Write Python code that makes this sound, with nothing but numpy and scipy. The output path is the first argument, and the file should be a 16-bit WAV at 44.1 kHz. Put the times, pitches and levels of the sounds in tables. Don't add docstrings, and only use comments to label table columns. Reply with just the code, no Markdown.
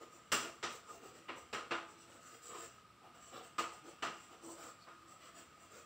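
import sys
import numpy as np
from scipy import signal
from scipy.fft import rfft, irfft, next_fast_len
from scipy.io import wavfile

SR = 44100
rng = np.random.default_rng(int(sys.argv[2]) if len(sys.argv) > 2 else 0)


def bounce(signal):
    frames = np.transpose(np.atleast_2d(signal))
    limited = np.clip(frames, -1, 1)
    pcm = np.round(limited * 32767).astype(np.int16)
    wavfile.write(sys.argv[1], SR, pcm)


N = 258381
TIME = np.arange(N) / SR


def from_db(db):
    return 10 ** (np.asarray(db) / 20)


def rms_one(x):
    return x / np.sqrt(np.mean(x ** 2) + 1e-20)


def at_hz(points, hz):
    known_hz, values = np.transpose(points)
    return np.interp(np.log(np.maximum(hz, 1)), np.log(known_hz), values)


def colour(x, spectrum):
    size = next_fast_len(len(x) // 2 + 4096) * 2
    gain = from_db(at_hz(spectrum, np.fft.rfftfreq(size, 1 / SR)))
    cepstrum = irfft(np.log(gain))
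    cepstrum[1:size // 2] *= 2
    cepstrum[size // 2 + 1:] = 0
    response = np.exp(rfft(cepstrum))
    return irfft(rfft(x, size) * response)[:len(x)]


def resonate(x, peaks):
    for hz, width_hz, lift_db in peaks:
        half_width = np.pi * width_hz / SR
        turn = -2 * np.cos(2 * np.pi * hz / SR)
        zero = half_width * max(from_db(lift_db), 1)
        pole = half_width * max(from_db(-lift_db), 1)
        x = signal.lfilter([1 + zero, turn, 1 - zero], [1 + pole, turn, 1 - pole], x)
    return x


def taps(level_db=0.0, mode_width_hz=90, spot_depth=0.26):
    # start_s, strength_db, contact cut-off contact_hz, steepness of that cut,
    # extra low panel thump_db, most excited mode_hz, its lift mode_db
    touches = [(0.3184, 6, 11200, 2.9, 2, 1260, 2.5), (0.6285, -0.5, 5500, 6, 3.5, 510, 5),
               (1.285, -7, 3800, 9, 5, 404, 9.5), (1.529, -0.5, 3720, 3.3, 8, 406, 1.5),
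               (1.709, 1.5, 3440, 5.2, 5.5, 1170, 3), (3.5825, 1, 3570, 2.23, 5.5, 1230, 7),
               (4.024, 1.5, 3200, 3.14, 1.5, 800, 4), (4.869, -13.5, 1810, 7.5, -3, 910, 4.5)]
    # hz, level_db
    hard_knock = [(50, -28), (100, -13), (180, -9.5), (300, -13), (500, -3), (800, -4), (1200, -3),
                  (1900, 0), (2800, -7), (4000, -6.5), (5600, -5.5), (8000, -6.5), (11000, -21),
                  (15000, -17)]
    out = np.zeros(N)
    hz = np.geomspace(30, SR / 2, 60)
    t = TIME[:SR // 100]
    for start_s, strength_db, contact_hz, steepness, thump_db, mode_hz, mode_db in touches:
        contact = -10 * np.log10(1 + (hz / contact_hz) ** steepness)
        thump = thump_db / (1 + (hz / 700) ** 2)
        knock = colour(room_response(), np.c_[hz, at_hz(hard_knock, hz) + contact + thump])
        edges = rng.standard_normal(len(t)) * np.exp(-t / .003)
        edges /= np.linalg.norm(edges)
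        knock = knock + spot_depth * signal.fftconvolve(knock, edges)[:len(knock)]
        knock = resonate(knock, [(mode_hz, mode_width_hz, mode_db)]) / np.hypot(1, spot_depth)
        start = round(start_s * SR)
        out[start:start + len(knock)] += from_db(level_db + strength_db) * knock[:N - start]
    return out


def room_response(early_db=0.5, sparse_db=3.5):
    # hz, t60_s
    decay_times = [(150, 0.44), (400, 0.4), (1200, 0.42), (3000, 0.4), (7000, 0.43), (14000, 0.31)]
    # delay_s, height relative to a tail of unit energy
    first_echoes = [(0, 0.11), (.004, 0.13), (0.0114, .15), (.018, 0.15)]
    t = TIME[:SR * 3 // 4]
    uneven = from_db(sparse_db * rng.standard_normal(len(t)))
    scatter = rfft(rng.standard_normal(len(t)) * uneven)
    hz = np.fft.rfftfreq(len(t), 1 / SR)
    tail = 0
    for centre_hz, t60_s in decay_times:
        band = at_hz([(f, f == centre_hz) for f, _ in decay_times], hz)
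        tail = tail + irfft(scatter * band, len(t)) * from_db(-60 * t / t60_s)
    build_up = 1 - .78 * np.exp(-t / .0035)
    near_walls = 1 / (1 + (t / .025) ** 6)
    tail *= build_up * from_db(early_db * near_walls)
    tail /= np.linalg.norm(tail)
    for delay_s, height in first_echoes:
        tail[round(delay_s * SR)] += height
    return tail / np.linalg.norm(tail)


def strokes():
    # hz, level_db
    drum_colour = [(50, -29), (110, -9.5), (190, -3.5), (340, -1), (520, 7), (850, 0), (1300, -12.5),
                   (2500, -33)]
    rasp_colour = [(600, -44.5), (1200, 4.5), (1900, 4), (2700, -1), (4000, -4.5), (5500, -8), (9000, -34)]
    powder_colour = [(2500, -26), (4200, -5), (5600, -2), (8000, 1), (11000, -25.5), (15000, -17)]
    drumming = stroke_level(0, brush_db=-77.5) * friction(drum_colour, slips_per_s=1200)
    rasp = stroke_level(1, brush_db=-74.5) * friction(rasp_colour, slips_per_s=2000)
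    powder = stroke_level(2, brush_db=-80.5) * friction(powder_colour, slips_per_s=4400)
    return drumming + rasp + powder


def stroke_level(part, brush_db):
    # drum_db, rasp_db, powder_db
    pulls = [(0.0, 0.034, -57, -64.5, -67.5), (0.1, 0.086, -67.5, -83, -69), (0.397, .10, -54.5, -58, -67),
             (0.682, 0.087, -60.5, -67, -61), (0.858, 0.11, -61, -72, -64),
             (1.012, 0.085, -59.5, -67.5, -65.5), (1.129, 0.061, -63, -69, -67),
             (1.35, 0.054, -58, -73, -65), (1.863, 0.072, -65.5, -81, -70),
             (1.967, 0.079, -77, -71.5, -67.5), (2.06, 0.12, -65, -69.5, -69),
             (2.199, 0.12, -76, -68, -64.5), (2.305, 0.068, -67, -67, -66), (2.41, .10, -67.5, -67.5, -59),
             (2.474, 0.12, -57.5, -61, -66), (2.546, 0.12, -62.5, -61, -59), (2.675, .09, -84, -77, -72.5),
             (2.998, 0.13, -71, -75.5, -94), (3.132, 0.045, -67, -69, -72.5),
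             (3.183, 0.14, -76, -71, -66.5), (3.313, 0.082, -54, -57, -67),
             (3.412, 0.066, -66.5, -66.5, -64.5), (3.698, 0.073, -65.5, -70, -65.5),
             (3.833, 0.088, -61, -67, -66.5), (4.095, 0.2, -77, -71.5, -70.5),
             (4.294, 0.057, -63, -66.5, -71), (4.411, 0.14, -59, -74, -60.5), (4.556, .15, -60, -62, -61.5),
             (4.856, 0.064, -74, -68, -91), (5.06, 0.089, -69, -74, -69), (5.188, 0.11, -68, -64, -68.5),
             (5.336, 0.079, -64.5, -64.5, -63), (5.585, 0.067, -69.5, -81, -70),
             (5.691, .12, -64, -66, -64.5)]
    # from_s, to_s
    rest_from_s, rest_to_s = (2.8, 3.14)
    speed_power = 0.55
    linger_t60_s = 0.27
    brushing = (TIME < rest_from_s) | (TIME > rest_to_s)
    power = from_db(brush_db) ** 2 * brushing
    for start_s, length_s, *levels_db in pulls:
        speed = np.sin(np.pi * np.clip((TIME - start_s) / length_s, 0, 1))
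        power = power + (from_db(levels_db[part]) * speed ** speed_power) ** 2
    left = from_db(-60 / (linger_t60_s * SR)) ** 2
    return np.sqrt(signal.lfilter([1 - left], [1, -left], power))


def friction(spectrum, slips_per_s):
    slip_ring_s, smear_s, smear_db = 0.0027, 0.014, -10
    hop = SR // 8
    t = TIME[:hop]
    out = np.zeros(N + 5 * hop)
    decay = np.exp(-t / slip_ring_s) + from_db(smear_db) * np.exp(-t / smear_s)
    passing = np.sin(np.linspace(0, np.pi, 2 * hop))
    for start in range(0, N + hop, hop):
        sizes = from_db(3 * np.minimum(rng.exponential(1, 2 * hop), 3))
        signs = rng.choice([-1, 1], 2 * hop)
        happens = rng.random(2 * hop) < slips_per_s / SR
        slips = passing * sizes * signs * happens
        spot_ring = decay * rng.standard_normal(hop)
        rubbed = colour(signal.fftconvolve(slips, spot_ring), spectrum)
        out[start:start + len(rubbed)] += rms_one(rubbed)
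    return rms_one(out[hop:hop + N])


def squeaks():
    # centre_s, length_s, pitch_hz, width_hz, level_db
    notes = [(0.901, 0.037, 1240, 79.5, -60.5), (1.04, 0.072, 406, 50, -59.5),
             (1.29, 0.019, 2800, 148, -60), (2.144, 0.039, 634, 80, -74), (2.557, 0.066, 1060, 90, -59),
             (3.059, 0.071, 790, 130, -64), (3.878, 0.073, 333, 50, -65.5), (4.485, 0.11, 332, 45, -65.5),
             (4.831, 0.058, 4430, 242, -67)]
    out = np.zeros(N)
    for centre_s, length_s, pitch_hz, width_hz, level_db in notes:
        b, a = signal.iirpeak(pitch_hz, pitch_hz / width_hz, fs=SR)
        note = signal.lfilter(b, a, rng.standard_normal(N))
        swell = np.exp(-(2 * (TIME - centre_s) / length_s) ** 2)
        note_rms = np.sqrt(np.average(note ** 2, weights=swell ** 2))
        out += from_db(level_db) * note * swell / note_rms
    return out


def whirr(level_db=-79.5):
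    band = signal.butter(2, [1205, 1315], "band", fs=SR, output="sos")
    return from_db(level_db) * rms_one(signal.sosfilt(band, rng.standard_normal(N)))


def air(spectrum):
    return rms_one(colour(rng.standard_normal(N), spectrum))


def scene():
    # hz, width_hz, lift_db
    board_modes = [(252, 25.5, 9), (335.8, 13.1, 16), (410, 8.2, 5.5), (465.5, 8.7, 8), (676.7, 10.6, 9.5),
                   (753, 9.5, 6), (855, 3, 8), (1033, 60, 5.5), (1412, 12, 7.5), (1500, 7.5, 3.5),
                   (2807, 395, 8.5), (3280, 13, -10.5), (3265, 28, 9.5), (5876, 18, 10), (7330, 1080, 4)]
    # hz, level_db
    air_mid = [(25, -48), (45, -17), (70, -2), (120, -1), (250, -3.5), (500, -10.5), (900, -11.5),
               (1500, -12), (2800, -13), (4500, -19.5), (8000, -23.5), (11000, -33), (15000, -40)]
    # hz, level_db
    air_side = [(30, -13), (80, 2), (200, 3.5), (600, 0.5), (2000, -7.5), (5000, -4), (10000, -38),
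                (15000, -16)]
    air_db, air_side_db = -67, -81.5
    chalk = resonate(taps() + strokes() + squeaks(), board_modes)
    mid = chalk + from_db(air_db) * air(air_mid) + whirr()
    side = from_db(air_side_db) * air(air_side)
    return np.array([mid + side, mid - side])


def record(dry):
    # hz, width_hz, lift_db
    nasal_ring = [(1243, 80, 12.5)]
    # hz, width_hz, lift_db
    port_modes = [(6610, 145, -12), (7620, 870, 5.5), (10640, 4700, -2.5), (15500, 1620, 11.5)]
    cutoff_hz = 15650
    top_cut = signal.ellip(12, .1, 80, cutoff_hz, fs=SR, output="sos")
    return signal.sosfilt(top_cut, resonate(dry, nasal_ring + port_modes))


dry = scene()
out = record(dry)
bounce(out)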